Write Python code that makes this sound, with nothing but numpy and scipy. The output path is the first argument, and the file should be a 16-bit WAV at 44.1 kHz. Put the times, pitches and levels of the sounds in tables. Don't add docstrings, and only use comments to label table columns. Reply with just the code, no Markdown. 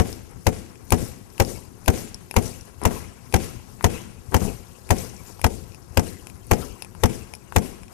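import sys
import numpy as np
from scipy import signal
from scipy.fft import rfft, irfft
from scipy.io import wavfile
from scipy.ndimage import uniform_filter1d

SR = 44100
rng = np.random.default_rng(int(sys.argv[2]) if len(sys.argv) > 2 else 0)


def wrap_up_sound(samples):
    columns = np.atleast_2d(samples).T
    tamed = np.clip(columns, -1, 1)
    steps = np.round(tamed * 32767).astype(np.int16)
    wavfile.write(sys.argv[1], SR, steps)


def how_loud(loudness_db):
    steps = np.asarray(loudness_db, float) / 20
    return 10 ** steps


N = 350018
LEAD = 2048
FAR_S = 0.0052

# start_s, strength_db, paver_hz, rebound_db
FIRST_BLOW = (-.0045, -10, 900, -23)
BLOWS = [(0.467, -10, 891, -23), (0.921, -7.5, 904, -22.5), (1.399, -7.5, 893, -17),
         (1.879, -6.5, 925, -21), (2.364, -7.5, 932, -20), (2.852, -9, 943, -22), (3.34, -8, 873, -15),
         (3.842, -7.5, 926, -22), (4.343, -7.5, 868, -14), (4.905, -7, 915, -30), (5.442, -9, 899, -13),
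         (5.972, -8.5, 890, -14), (6.512, -6.5, 832, -14), (7.035, -7.5, 864, -15),
         (7.561, -7.5, 898, -18.5)]
# mode_hz, level_db, t60_s, arrival_ms
NEAR_MODES = [(90.4, 25.5, 0.039, 4.783), (88.7, -15.5, 0.29, 6.7), (58, -25, 0.13, 12.6),
              (111, -16, 0.13, 5.1), (165.1, -4, 0.19, 5.23), (232.8, 5.5, 0.098, 4.34),
              (340.5, -20, 0.33, 2.53), (438, 7.5, 0.063, 3.66), (494, -12.5, 0.13, 1.37),
              (736, 3, 0.079, 1.224), (1345, 2.5, 0.016, 0.64)]
# mode_hz, level_db, t60_s, arrival_ms
FAR_MODES = [(81.4, -15.5, 0.25, 4.4), (140, -18, 0.12, 4.2), (189, -12, 0.098, 0.86),
             (258, -9.5, 0.11, 3.18), (377, -9, 0.08, 2.06), (470, 5.5, 0.0088, 1.264),
             (824, -21, 0.0043, 0.92), (2650, -5, 0.0045, 0.023), (2990, -10.5, 0.0058, 0.12),
             (6720, 0, 0.0046, 0.037), (6600, -29, 0.089, 0.39)]
# freq_hz, level_db
SLAP_COLOUR = [(300, -8), (1000, 4.5), (2200, 3.5), (3800, -8.5), (6300, -1.5), (10000, -2.5),
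               (14000, -5.5), (16000, -43)]
# freq_hz, level_db
SHAKE_COLOUR = [(100, 7.5), (200, 6.5), (450, 3), (900, -12), (1500, -32), (3000, -27), (6000, -63)]
# freq_hz, t60_s
YARD_T60 = [(80, 0.83), (250, 0.8), (700, 0.44), (2000, 0.87), (6000, 1), (12000, 0.47)]
# freq_hz, shirt_db, camera_db
YARD_COLOUR = [(50, -14, -38), (97, -30, -9), (272, -11.5, -21), (642, -28.5, -26), (1360, -29.5, -40),
               (2580, -30, -35), (4250, -37.5, -45.5), (6700, -34, -40.5), (10400, -29.5, -33),
               (14700, -44, -65), (15100, -90, -100)]
# delay_ms, over_tail_db
ECHOES = [
    (62, -1.5),
    (67, -25),
    (97, -0.5),
    (196, 0.5),
]
# freq_hz, level_db
RUSTLE_COLOUR = [(500, 9), (1200, -9.5), (2500, -15.5), (3900, -5), (5500, 0), (9000, -1.2), (12000, -2),
                 (14000, -6.5), (14800, -40), (15500, -80)]
# freq_hz, level_db
RUMBLE_COLOUR = [(20, -20), (40, -6), (70, 5.5), (130, 0.5), (220, -7), (400, -15), (800, -37), (1500, -52),
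                 (5000, -73)]
# freq_hz, level_db
RASP_COLOUR = [(300, -31), (900, 2.5), (1800, -5), (2700, 0.5), (3300, -7.5), (3900, -59), (6000, -48)]
# rustle_db, rasp_db
JOLTS = [(-49.5, -77), (-54, -77), (-45, -60), (-46, -52.5), (-45, -61), (-45, -51.5), (-48, -46.5),
         (-47, -48), (-49, -47), (-43.5, -46), (-44.5, -49), (-53, -72), (-49, -51.5), (-47.5, -48),
         (-49.5, -51), (-51.5, -54)]
# peak_s, peak_db, fade_db_per_s
LIFTS = [(0.17, -77, 85.5), (0.42, -71, 190), (2.68, -67, 147), (3.25, -64.5, 115), (3.72, -62, 93),
         (4.73, -62.5, 39), (5.28, -53.5, 95), (5.72, -63, 105), (6.27, -63.5, 55), (6.81, -62, 100),
         (7.33, -66, 91), (7.93, -59, 394.5)]
# start_s, length_s, end_db, swell_db, pitch_factor
DRAGS = [
    (2.806, 0.052, -36.5, 12, 2.5),
    (4.312, .03, -42.5, -2.5, 2.2),
    (4.412, 0.045, -34, -3.5, 0.95),
]
# mode_hz, width_hz, level_db
DRAG_MODES = [(196, 140, 23), (416, 75, 13.5), (536, 40, -8), (705, 14, -9)]
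# mode_hz, t60_s
CLIP_MODES = [(900, 0.0097), (2500, 0.0098), (5400, 0.011), (10300, 0.012)]
# start_s, peak_db, top_mode_db
KNOCKS = [
    (2.341, -27.5, -16),
    (2.816, -34.5, -11),
    (3.809, -27, -35),
    (4.314, -52, 9),
    (5.394, -36.5, -17),
    (6.468, -56, 11),
    (6.95, -42, -14),
    (7.523, -28, -23),
]
# start_s, peak_db, top_mode_db
SNAPS = [(0.458, -46, -2), (0.756, -48, -14), (0.905, -31.5, 7.5), (1.348, -56, -10), (1.38, -37.5, -3),
         (1.86, -38.5, 3), (2.311, -29.5, -0.5), (3.325, -34, -2), (3.445, -44, 7), (3.826, -47, 11),
         (4.891, -38, 1), (5.415, -35.5, 3.5), (5.72, -48, -25), (5.746, -43, -2), (6.27, -37, -1),
         (6.299, -44, 0.5), (6.822, -29, 0.3), (6.847, -38, -3), (7.337, -31.5, -5), (7.833, -43, -6),
         (7.881, -45, -13)]
# start_s, peak_db, top_mode_db
PINGS = [(0.074, -52, 12), (0.128, -34.5, -7), (0.986, -50, 16), (0.293, -55, 0), (0.311, -61, 12),
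         (1.302, -52, -2), (1.449, -34, -7), (2.144, -29.5, -5), (2.61, -40, -8), (2.836, -39, 7),
         (4.984, -33, -3), (5.165, -45, -14), (7.351, -40, 1)]
# freq_hz, shirt_db, camera_db
AIR_COLOUR = [(30, -21, -26), (60, -26, -7), (150, -7.5, -11.5), (400, -11, -19), (1020, -9.5, -24.5),
              (2380, -22.5, -35), (4060, -48, -41), (6700, -47, -39), (9800, -25, -38), (12600, -48, -74),
              (13900, -70, -90), (14900, -100, -110)]
# freq_hz, gain_db
CAMERA_RESPONSE = [(30, -16), (60, -15), (100, 2.5), (2500, 2), (4600, 0), (6400, 2.5), (8500, -8),
                   (11000, -8.5), (14000, -39)]
# from_hz, open_db
TOP_BANDS = [(12000, -93), (12800, -88), (13700, -80), (14400, -72), (15200, -68), (16000, -72)]


def mallet():
    out, kicks = np.zeros((2, N + LEAD)), np.zeros(N + LEAD)
    for start_s, strength_db, paver_hz, rebound_db in [FIRST_BLOW] + list(BLOWS):
        hit_s, force = start_s + 0.0007, how_loud(strength_db + 9)
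        deck_modes(out, hit_s, force)
        lead_in(out, hit_s, force)
        paver_slap(out, hit_s, force, paver_hz)
        grit(out, hit_s, force)
        rebound(out, hit_s, force * how_loud(rebound_db - 7.5), paver_hz)
        add(kicks, hit_s, force * (np.eye(1, 2048)[0] + 0.19 * burst(0.00053)))
    out += how_loud(11.5) * signal.oaconvolve(kicks[None], yard(), axes=1)[:, :N + LEAD]
    return out[:, LEAD:]


def deck_modes(out, hit_s, force):
    spot = rng.standard_normal((2, 11, 2))
    for side, (modes, gain_db) in enumerate([(NEAR_MODES, -12), (FAR_MODES, -13)]):
        body = 0
        for (hz, level_db, t60_s, arrival_ms), (u, v) in zip(modes, spot[side]):
            body = body + how_loud(level_db + 1.22 * u) * ring(hz * (1 + 0.024 * v), t60_s, arrival_ms)
        add(out[side], hit_s + side * FAR_S, force * how_loud(gain_db) * body)


def lead_in(out, hit_s, force):
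    swell = np.linspace(0, 1, 500) ** 6
    count = len(swell)
    from_s = hit_s - count / SR
    add(out[0], from_s, force * how_loud(-9.0) * swell * (1 + 0.54 * burst(0.068)[:count]))
    add(out[0], from_s, force * how_loud(-14.5) * np.sqrt(swell) * burst(0.6, colour=SHAKE_COLOUR)[:count])
    add(out[1], from_s + FAR_S, force * how_loud(-15) * swell * burst(0.2)[:count])


def paver_slap(out, hit_s, force, paver_hz):
    add(out[0], hit_s, force * how_loud(6.5) * -ring(paver_hz, 0.025, 0, count=4096))
    low_hz = paver_hz * rng.uniform(0.5614, 0.7585)
    add(out[0], hit_s, force * how_loud(3.5) * ring(low_hz, 0.042, rng.uniform(0.48, 1.35), count=4096))
    add(out[0], hit_s, force * how_loud(7.5) * burst(0.0072, 0.55))
    add(out[1], hit_s + FAR_S, force * how_loud(-8.5) * (burst(0.0037) + how_loud(-26.5) * burst(0.15)))


def grit(out, hit_s, force):
    add(out[0], hit_s, force * how_loud(-14.5) * burst(0.061, 3))
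    add(out[0], hit_s, force * how_loud(-7) * burst(0.11, 2.3, SHAKE_COLOUR, count=8192))
    late_fade = np.clip((np.arange(16384) / SR - 0.03) / 0.024, 0, 1)
    add(out[0], hit_s, force * how_loud(-23.5) * burst(0.49, 29, SHAKE_COLOUR, count=16384) * late_fade)
    add(out[1], hit_s + FAR_S, force * how_loud(-44) * burst(0.71, 2.44, SHAKE_COLOUR, count=8192))


def rebound(out, hit_s, gain, paver_hz):
    rebound_ms, handle_hz = 22.2, 5670
    slap = burst(0.035, rebound_ms - 0.4)
    paver = 1.66 * ring(paver_hz, 0.034, rebound_ms, count=2048)
    handle = 1.85 * ring(handle_hz, 0.0086, rebound_ms + 0.3, count=2048)
    add(out[0], hit_s, gain * (slap + paver + handle))


def yard():
    taps = np.zeros((2, SR))
    at = np.arange(400, SR - 22, 22) + rng.integers(0, 22, (2, (SR - 401) // 22))
    np.put_along_axis(taps, at, rng.choice([-1., 1.], at.shape), axis=1)
    for delay_ms, over_tail_db in ECHOES:
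        taps[:, round(delay_ms * SR / 1000)] += how_loud(over_tail_db + np.array([6, 15]))
    hz, t, z = signal.stft(taps, SR, nperseg=512)
    colour_db = np.array([read(YARD_COLOUR, hz, column=k) for k in (1, 2)])[..., None]
    thin_db = -6.0 * np.outer(hz > 1000, t < ECHOES[0][0] / 1000 - 0.004)
    decay_db = -60 * t / read(YARD_T60, hz)[:, None]
    tail = signal.istft(z * how_loud(colour_db + thin_db + decay_db), SR, nperseg=512)[1]
    onset = np.clip(np.arange(tail.shape[1]) / SR / 0.029 - 1, 0, 1)
    return tail * onset


def shirt():
    grain_gain = how_loud(1.0 * np.minimum(rng.exponential(1, N), 5))
    grains = grain_gain * rng.standard_normal(N) * (rng.random(N) < 3000 / SR)
    smooth = noise(lambda hz: read(RUSTLE_COLOUR, hz), size=256, patchy_db=4.5, flicker_db=1.0)
    rustle = evened(evened(smooth) + 0.74 * evened(coloured(grains, RUSTLE_COLOUR)))
    rumble = evened(noise(lambda hz: read(RUMBLE_COLOUR, hz), size=1024, patchy_db=2.5, flicker_db=-1.0))
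    rasp = evened(noise(lambda hz: read(RASP_COLOUR, hz), size=512, patchy_db=5.5, flicker_db=-1.0))
    rustle_power, rumble_power, rasp_power = shirt_motion()
    out = 0
    for layer, gain_db, power, rest_db in [(rustle, 13.2, rustle_power, -66),
                                           (rumble, 7.8, rumble_power, -50.5),
                                           (rasp, 6.5, rasp_power, -71.5)]:
        out = out + how_loud(gain_db) * np.sqrt(power + how_loud(rest_db) ** 2) * layer
    return out


def shirt_motion():
    blow_s = np.array([FIRST_BLOW] + list(BLOWS))[:, 0]
    rustle_db, rasp_db = np.transpose(JOLTS)
    lift_s, lift_db, fade_db_per_s = np.transpose(LIFTS)
    fine = peaks(blow_s + 0.1, rustle_db, rise_db_per_s=133, fall_db_per_s=116)
    coarse = peaks(blow_s + 0.1, rasp_db, rise_db_per_s=133, fall_db_per_s=77)
    lift = peaks(lift_s, lift_db, fade_db_per_s, fade_db_per_s)
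    downswing = peaks(blow_s, -58, rise_db_per_s=214, fall_db_per_s=1000)
    arm = lift + downswing
    body = peaks(blow_s + 0.091, -40, rise_db_per_s=77, fall_db_per_s=60)
    return fine + arm, body, coarse + how_loud(-2.5) ** 2 * arm


def drag():
    attack_s, release_lengths, fade_db = 0.008, 2.22, -23
    slips = rng.standard_normal(N) * (rng.random(N) < 600 / SR)
    out = np.zeros(N)
    for start_s, length_s, end_db, swell_db, pitch in DRAGS:
        body = sum(how_loud(db) * ring(pitch * hz, 1.9 / (pitch * width_hz), 0, count=4096)
                   for hz, width_hz, db in DRAG_MODES)
        stroke = [(start_s, end_db - swell_db - 21),
                  (start_s + attack_s, end_db - swell_db),
                  (start_s + length_s, end_db),
                  (start_s + length_s * (1 + release_lengths), end_db + fade_db)]
        out += how_loud(15) * curve(stroke) * evened(signal.oaconvolve(slips, body)[:N])
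    return out


def cable():
    out = np.zeros(N + LEAD)
    for rows, low_modes_db in [(KNOCKS, (0, -15.5, -39)), (SNAPS, (-4.5, 0, -7)), (PINGS, (-19, -34, 0))]:
        for start_s, peak_db, edge_db in rows:
            modes_db = [*low_modes_db, edge_db]
            detune = 1 + 0.03 * rng.standard_normal(4)
            tick = sum(how_loud(db) * ring(hz * d, t60_s, 0, count=2048)
                       for (hz, t60_s), db, d in zip(CLIP_MODES, modes_db, detune))
            mode_points = [(hz, db) for (hz, _), db in zip(CLIP_MODES, modes_db)]
            colour = [(300, -46)] + mode_points + [(15000, edge_db - 19)]
            snap = how_loud(max(modes_db) - 2) * burst(0.0065, colour=colour)
            add(out, start_s + 0.00039, how_loud(peak_db + 9) * (1.2 * tick + snap))
    return out[LEAD:]


def air():
    floor_db, hum_hz, hum_width_hz, hum_db = -63, 361, 22, -60.5
    near, far = (noise(lambda hz: read(AIR_COLOUR, hz, column=k), size=1024, patchy_db=0.0, flicker_db=-3.0)
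                 for k in (1, 2))
    hum = signal.oaconvolve(rng.standard_normal(N), ring(hum_hz, 2.6 / hum_width_hz, 0))[:N]
    hush = how_loud(floor_db + 11) * np.array([near, far]) / near.std()
    return hush + how_loud(hum_db) * evened(hum) * [[0], [1]]


def read(points, x, column=1):
    rows = np.array(points)
    return np.interp(np.log(x + 1), np.log(rows[:, 0] + 1), rows[:, column])


def evened(x):
    return x / np.sqrt(np.mean(x ** 2) + 1e-20)


def add(mix, start_s, sound):
    part = mix[LEAD + round(start_s * SR):][:len(sound)]
    part += sound[:len(part)]


def ring(hz, t60_s, delay_ms, count=12000):
    t = np.maximum(np.arange(count) / SR - delay_ms / 1000, 0)
    return how_loud(-60 * t / t60_s) * np.sin(2 * np.pi * hz * t)


def coloured(x, points):
    gain = how_loud(read(points, np.fft.rfftfreq(len(x), 1 / SR)))
    return irfft(rfft(x) * gain, len(x))


def burst(t60_s, delay_ms=0, colour=SLAP_COLOUR, count=2048):
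    t = np.arange(count) / SR - delay_ms / 1000
    crack = evened(coloured(rng.standard_normal(count), colour))
    return crack * how_loud(-60 * np.maximum(t, 0) / t60_s) * (t >= 0)


def noise(db_of_hz, size, patchy_db, flicker_db):
    frames, hz = 4 * N // size + 5, np.fft.rfftfreq(size, 1 / SR)
    a, b, patch = rng.standard_normal((frames, len(hz), 3)).T
    patch = evened(uniform_filter1d(uniform_filter1d(patch, size=6, axis=0), size=10, axis=1))
    flicker = evened(uniform_filter1d(rng.standard_normal(frames), size=3))
    level_db = db_of_hz(hz)[:, None] + patchy_db * patch + flicker_db * flicker
    z = (a + 1j * b) * how_loud(level_db)
    return signal.istft(z, nperseg=size, noverlap=size * 3 // 4)[1][:N]


def curve(rows):
    time_s, level_db = np.transpose(rows)
    return how_loud(np.interp(np.arange(N) / SR, time_s, level_db, -120, -120))


def peaks(peak_s, peak_db, rise_db_per_s, fall_db_per_s):
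    at = np.arange(0, N + 64, 64)
    peak_s, peak_db, rise, fall = (np.reshape(v, (-1, 1))
                                   for v in (peak_s, peak_db, rise_db_per_s, fall_db_per_s))
    late_s = at / SR - peak_s
    slope = np.where(late_s < 0, rise, -fall)
    power = (how_loud(peak_db + slope * late_s) ** 2).sum(axis=0)
    return np.interp(np.arange(N), at, power)


def scene():
    worn = shirt() + drag() + cable()
    return mallet() + air() + worn * how_loud(np.array([[0], [-45]]))


def notches(x):
    hz = np.r_[150, np.arange(300, 5400, 600), np.arange(600, 13800, 600)]
    width_hz = np.where(hz % 600 == 0, 45, 30)
    depth_db = np.where(hz % 600 == 0, -14, -9)
    pole = np.exp(-np.pi * width_hz / SR)
    zero = np.exp(-np.pi * width_hz * how_loud(depth_db) / SR)
    turn, one = -2 * np.cos(2 * np.pi * hz / SR), np.ones(len(hz))
    sections = np.column_stack([one, turn * zero, zero ** 2, one, turn * pole, pole ** 2])
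    return signal.sosfilt(sections, x)


def top_gate(x):
    hz, t, z = signal.stft(x, SR, nperseg=1024)
    keep = np.ones(z.shape)
    next_bands = list(TOP_BANDS[1:]) + [(SR / 2, 0)]
    for (low_hz, open_db), (high_hz, _) in zip(TOP_BANDS, next_bands):
        band = (hz >= low_hz) & (hz < min(high_hz, low_hz + 900))
        power = (abs(z[:, band]) ** 2).mean(axis=1, keepdims=True)
        keep[:, hz >= low_hz] *= power > how_loud(open_db) ** 2
    return signal.istft(z * keep, SR, nperseg=1024)[1][:, :N]


def band_limit(x):
    return signal.sosfilt(signal.butter(12, 16530, fs=SR, output="sos"), x)


def record(dry):
    ceiling = how_loud(-7.5)
    near = dry[0] / (1 + abs(dry[0] / ceiling) ** 5.48) ** (1 / 5.62)
    near = signal.lfilter(*signal.butter(1, 25, "high", fs=SR), near)
    far = 0.75 * np.tanh(coloured(dry[1], CAMERA_RESPONSE) / 0.75)
    wide = top_gate(notches(np.array([near, far])))
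    edge = signal.firwin(101, 15600, window=("kaiser", 7), fs=SR)
    mix = signal.oaconvolve(wide, edge[None], "same", axes=1)
    return band_limit(mix)


dry = scene()
out = record(dry)
wrap_up_sound(out)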